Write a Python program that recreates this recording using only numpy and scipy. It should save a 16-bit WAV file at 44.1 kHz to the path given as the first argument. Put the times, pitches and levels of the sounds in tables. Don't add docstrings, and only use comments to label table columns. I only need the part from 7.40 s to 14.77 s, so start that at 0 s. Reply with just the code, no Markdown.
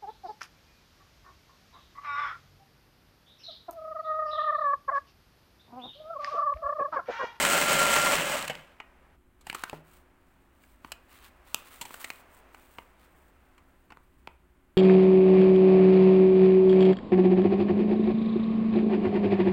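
import sys
import numpy as np
from scipy import signal
from scipy.fft import rfft, irfft
from scipy.io import wavfile
from scipy.ndimage import uniform_filter1d

SR = 44100
rng = np.random.default_rng(int(sys.argv[2]) if len(sys.argv) > 2 else 0)


def output_pcm(signal):
    pcm = np.clip(np.atleast_2d(signal).T, -1, 1) * 32767
    wavfile.write(sys.argv[1], SR, np.round(pcm).astype(np.int16))


N = 325017
TIME = np.arange(N) / SR
EASE_S, EASE_LENGTH_S, STOP_S = 0.76, .02, 0.95


def shaving():
    # pitch_hz, width_hz, gain_db
    housing_modes = [(547.3, 9.8, 8), (586.7, 32, 7), (2095, 23, 4), (2725, 88, -7.5), (3040, 23, 0.5)]
    # pitch_hz, width_hz, gain_db
    treble_peaks = [(7670, 1300, 9), (8180, 480, 9), (11000, 57, -5.5)]
    # frequency_hz, gain_db
    cut_colour = [(25, -12.5), (60, -12), (115, -15), (200, -3.5), (470, -6), (750, -2), (1500, -0.5),
                  (1800, -2.5), (2950, -3), (3600, -11), (4600, -20), (7000, -28)]
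    hiss_colour = [(2500, -25), (4100, 3), (4900, 2.5), (6600, -1.5), (8600, -4.5), (9200, -9),
                   (11800, -7.5), (15500, -1)]
    chatter = np.sin(2 * np.pi * np.cumsum(86 * (1 + .06 * walk(11))) / SR)
    bite = undb(cut_db() + walk(70) + chatter)
    cracks = grains(per_s=5000, spread_db=3.5)
    housing = sum(undb(db) * ring(grains(per_s=3000, spread_db=8), hz, width)
                  for hz, width, db in housing_modes)
    body = colour(cracks, cut_colour) + housing
    spray = cracks + 0.86 * grains(per_s=7300, spread_db=8.5)
    peaks = sum(undb(db) * ring(spray, hz, width) for hz, width, db in treble_peaks)
    hiss = colour(spray, hiss_colour) + undb(-4.5) * peaks
    hiss_db = -6 + 0.38 * load_db() + 0.91 * walk(60)
    return bite * (unit(body) + undb(hiss_db) * unit(cavity(hiss, echo_db=-7.5, t60_s=0.084)))


def load_db():
    sag_db = 6.5 * np.maximum(TIME - EASE_S, 0)
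    run_down_db = 85.5 * np.maximum(TIME - STOP_S, 0)
    return -3 * step(EASE_S, EASE_LENGTH_S) - sag_db - run_down_db


def cut_db(turn_hz=4.8, crest_s=.14):
    surge = np.cos(2 * np.pi * turn_hz * (TIME - crest_s)) * (1 - step(EASE_S, EASE_LENGTH_S))
    return -26 + load_db() + 1.25 * surge


def cavity(x, echo_db, t60_s):
    t = np.arange(SR // 10) / SR
    return add_echoes(x, rng.standard_normal(len(t)) * decay(t, t60_s), echo_db)


def motor(gear_hz=1381, fade_db_per_s=128):
    # time_s, level_db
    gear_level = [(0.0, -41), (0.042, -33.5), (0.134, -33), (0.246, -38), (0.326, -27.5), (0.384, -30.5),
                  (0.636, -28), (0.85, -50)]
    # multiple, level_db
    shaft_orders = [(6, -21.5), (7, -21.5), (9, -25), (11, -27.5)]
    gear_phase = 2 * np.pi * np.cumsum(gear_hz * (1 + .002 * walk(40))) / SR
    times, levels = np.transpose(gear_level)
    gear_db = np.interp(TIME, times, levels) - fade_db_per_s * np.maximum(TIME - times[-1], 0)
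    whine = undb(gear_db + 1.5 * walk(30)) * np.sin(gear_phase)
    shaft = sum(undb(db + 3.1 * walk(14)) * np.sin(k * gear_phase / 5) for k, db in shaft_orders)
    return np.sqrt(2) * (whine + undb(cut_db()) * shaft)


def stand(mode_hz=154, width_hz=26):
    drone = unit(ring(ring(rng.standard_normal(N), mode_hz, width_hz), mode_hz, width_hz))
    return drone * undb(-48.5 + 0.2 * load_db()) * (1 - step(1.21, 0.064))


def ice_knocks():
    # start_s, level_db, pitch_hz, tick_db, decay_ms
    lumps = [(0.0491, -27, 1410, -7.5, 4.6), (1.0252, -51, 570, 5, 2.1), (1.0778, -37.5, 2360, -7, 4),
             (1.0970, -29.5, 696, -20.5, 8.6), (1.1525, -44, 2570, -18, 1.9),
             (1.4005, -41.5, 1000, -29, 3.4)]
    # pitch_hz, width_hz, gain_db
    blade_ring = [(1892, 6.3, 12), (2940, 16, 1)]
    knocks = clicks(lumps, width_ratio=0.5, ring_db=1.5, knock_db=1.5,
                    thud_trim_db=-1.5, tick_trim_db=6.5, stretch=0.89)
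    return knocks + sum(undb(db) * ring(knocks, hz, width) for hz, width, db in blade_ring)


def packet_snaps():
    # start_s, level_db, pitch_hz, tick_db, decay_ms
    creases = [(2.0095, -65, 1180, 3, 8), (2.0677, -43.5, 910, -6, 4), (2.098, -35, 2360, -11, 2.6),
               (2.1281, -43.5, 945, -8, 1.05), (2.1460, -36, 1250, -5.5, 5.8),
               (2.2363, -33.5, 1520, -7, 2.7), (2.2965, -43.5, 2600, -5, 1.6),
               (3.2365, -61.5, 1670, -11, 3), (3.5185, -39.5, 2670, -2, 3.5), (4.1448, -31.5, 2590, 4, 0.8),
               (4.4115, -40.5, 900, 3, 9), (4.4515, -46, 875, -2, 7.7), (4.5406, -45, 1460, -3, 3.3),
               (4.6425, -38.5, 2120, -2.5, 5.2), (4.7023, -37.5, 2340, -8.5, 1.75),
               (5.1456, -50.5, 1103, -13, 2.6), (6.1784, -59, 1130, -10, 7)]
    return clicks(creases, width_ratio=0.46, ring_db=2.5, knock_db=2,
                  thud_trim_db=0.5, tick_trim_db=1, stretch=0.93)


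def packet_taps(pitch_hz=1010):
    # start_s, level_db, decay_ms
    taps = [(3.4462, -43, 3.3), (4.507, -47, 1.5), (5.3841, -40.5, 3.8), (6.5032, -51, 8),
            (6.5205, -48.5, 5.8), (6.5716, -52.5, 1.1), (6.8731, -40.5, 2.15)]
    contacts = [(start_s, db, pitch_hz, -22, decay_ms) for start_s, db, decay_ms in taps]
    return clicks(contacts, width_ratio=0.6, ring_db=5.5, knock_db=1,
                  thud_trim_db=4, tick_trim_db=1.5, stretch=0.68)


def clicks(contacts, width_ratio, ring_db, knock_db, thud_trim_db, tick_trim_db, stretch):
    out, t = np.zeros(N + SR), np.arange(SR // 10) / SR
    for start_s, db, hz, tick_db, decay_ms in contacts:
        decay_s = stretch * decay_ms / 1000
        push = np.exp(-t / decay_s) * (1 - np.exp(-t / (.18 * decay_s)))
        force = rng.standard_normal(len(t)) * push
        knock = dose(band(force, 900, 2800, order=3))
        tone = dose(ring(ring(force, hz, width_ratio * hz), hz, width_ratio * hz))
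        thud = dose(band(force, 140, 550))
        thud_db = -9.5 - 2.5 * np.log2(hz / 1000)
        top = 0.24 * band(force, 6800, 15000) + 0.85 * ring(force, 7900, 1300)
        tick = dose(band(force, 3100, 4300, order=3) + top)
        click = undb(knock_db) * dose(knock + undb(ring_db) * tone)
        click += undb(thud_db + thud_trim_db) * thud + undb(tick_db + tick_trim_db) * tick
        start = int(start_s * SR)
        out[start:start + len(t)] += undb(db) * click
    return out[:N]


def rustle(attack_s=0.014, release_s=.026):
    # start_s, end_s, hiss_db, body_db
    strokes = [(2.057, 2.382, -66.5, 5.5), (2.445, 2.615, -68.5, -5), (3.166, 3.372, -76, -5),
               (3.432, 3.555, -72, 0), (3.694, 3.8, -66, 1), (3.817, 3.882, -61, 3),
               (4.062, 4.357, -62.5, -1), (4.307, 4.812, -58.5, -5.5), (4.596, 4.648, -50.5, -4.5),
               (4.908, 5.005, -65, -17), (5.131, 5.446, -69, -7.5), (5.59, 5.666, -81.5, 8),
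               (5.703, 5.9, -79.5, -19)]
    # frequency_hz, gain_db
    hiss_colour = [(2500, -13.5), (4500, -12), (6500, -4), (8300, 5.5), (11500, -4.5), (15500, 8)]
    body_colour = [(600, -19), (750, -3), (1150, 7.5), (1700, 2.5), (3000, 1.5), (4300, -2.5), (5600, -10)]
    held = (2.8, 6.95, -80.5, -5)
    crinkles = undb(-5.5) * grains(per_s=130, spread_db=0)
    hiss = unit(colour(grains(per_s=1700, spread_db=2.5) + crinkles, hiss_colour))
    body = undb(1.5) * unit(colour(grains(per_s=5200, spread_db=2.5) + crinkles, body_colour))
    out = np.zeros(N)
    for start, end, db, body_db in strokes + [held]:
        contact = step(start, attack_s) * (1 - step(end, release_s))
        speed = 1 + .5 * np.sin(np.pi * np.clip((TIME - start) / (end - start), 0, 1))
        out += undb(db) * contact * speed * (hiss + undb(body_db) * body)
    return out * undb(2 * walk(45))


def table_bump(start_s=2.331):
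    # pitch_hz, gain_db, t60_s
    table_modes = [(157, -7.5, 0.43), (282, -17, 0.35), (335, -10, 0.24), (442, -1, 0.069),
                   (620, 6.5, 0.02), (830, 2, 0.036)]
    t = np.maximum(TIME - start_s, 0)
    modes = sum(undb(db) * np.sin(2 * np.pi * hz * t) * decay(t, t60) for hz, db, t60 in table_modes)
    scuff = unit(band(rng.standard_normal(N), 280, 810)) * np.exp(-t / 0.0087) * (t > 0)
    return undb(-39) * (modes + undb(4) * scuff)


def room(x):
    t = np.arange(SR * 3 // 4) / SR
    low = band(rng.standard_normal(len(t)), 140, 2400) * decay(t, t60_s=0.36)
    high = band(rng.standard_normal(len(t)), 2800, 17000) * decay(t, t60_s=0.2)
    tail = (low + undb(-6.5) * high) * (1 - np.exp(-t / 0.0022))
    return add_echoes(x, tail, wet_db=-17.5)


def room_tone():
    # frequency_hz, gain_db
    rumble_colour = [(20, 1), (65, 5), (110, -9), (250, -9), (370, -10), (450, -21.5), (1400, -22),
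                     (3000, -30), (5500, -42.5), (8300, -35), (11000, -37.5), (15500, -35)]
    air_colour = [(150, -11), (550, 1), (1000, 0.5), (1600, -2), (2600, -8.5), (4000, -21.5), (6000, -25.5),
                  (15000, -32.5)]
    # pitch_hz, level_db
    hum_tones = [(64.6, -74), (183.0, -84), (263.8, -75.5), (360.7, -76)]
    # crest_s, level_db, rise_s, fall_s
    air_swells = [(2.2, -62, 0.13, 0.4), (4.6, -58, 1.0, 1.45)]
    rumble = undb(-62.5) * unit(colour(rng.standard_normal(N), rumble_colour))
    hum = sum(undb(db + 2 * walk(2.6)) * np.sin(2 * np.pi * np.cumsum(hz + 3 * walk(12)) / SR)
              for hz, db in hum_tones)
    swells = sum(undb(db) * np.exp(np.minimum((TIME - crest) / rise, (crest - TIME) / fall))
                 for crest, db, rise, fall in air_swells)
    around_machine = undb(-63.5) * (1 - step(1.76, 0.0089))
    air = unit(colour(rng.standard_normal(N), air_colour)) * np.hypot(swells, around_machine)
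    return rumble + np.sqrt(2) * hum + air * undb(0.71 * walk(5.3))


def grains(per_s, spread_db):
    hit = rng.random(N) < per_s / SR
    size = np.minimum(rng.standard_normal(N), 2.6)
    return unit(hit * rng.choice([-1, 1], N) * undb(spread_db * size))


def walk(rate_hz):
    hold = max(int(SR / rate_hz), 1)
    stairs = np.repeat(rng.standard_normal(N // hold + 1), hold)
    return unit(uniform_filter1d(stairs, hold)[:N])


def step(at_s, length_s):
    return (1 + np.tanh((TIME - at_s) / length_s)) / 2


def decay(t, t60_s):
    return np.exp(-np.log(1000) * t / t60_s)


def add_echoes(x, tail, wet_db):
    return x + undb(wet_db) * signal.fftconvolve(x, tail / np.sqrt(np.sum(tail ** 2)))[:N]


def colour(x, points):
    hz, db = np.transpose(points)
    f = np.maximum(np.fft.rfftfreq(len(x), 1 / SR), 1)
    return irfft(rfft(x) * undb(np.interp(np.log(f), np.log(hz), db)), len(x))


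def ring(x, hz, width_hz):
    return signal.lfilter(*signal.iirpeak(hz, hz / width_hz, fs=SR), x)


def band(x, lo_hz, hi_hz, order=2):
    return signal.sosfilt(signal.butter(order, [lo_hz, hi_hz], "band", fs=SR, output="sos"), x)


def dose(x):
    return x * np.sqrt(.01 * SR / np.sum(x ** 2))


def unit(x):
    return x / np.sqrt(np.mean(x ** 2))


def undb(db):
    return 10 ** (np.asarray(db) / 20)


def scene():
    contacts = room(ice_knocks() + packet_snaps() + packet_taps() + table_bump() + rustle())
    return (shaving() + motor() + stand() + contacts + room_tone())[None]


def record(dry):
    return signal.sosfilt(signal.ellip(10, .2, 70, 15900, fs=SR, output="sos"), dry)


dry = scene()
out = record(dry)
output_pcm(out)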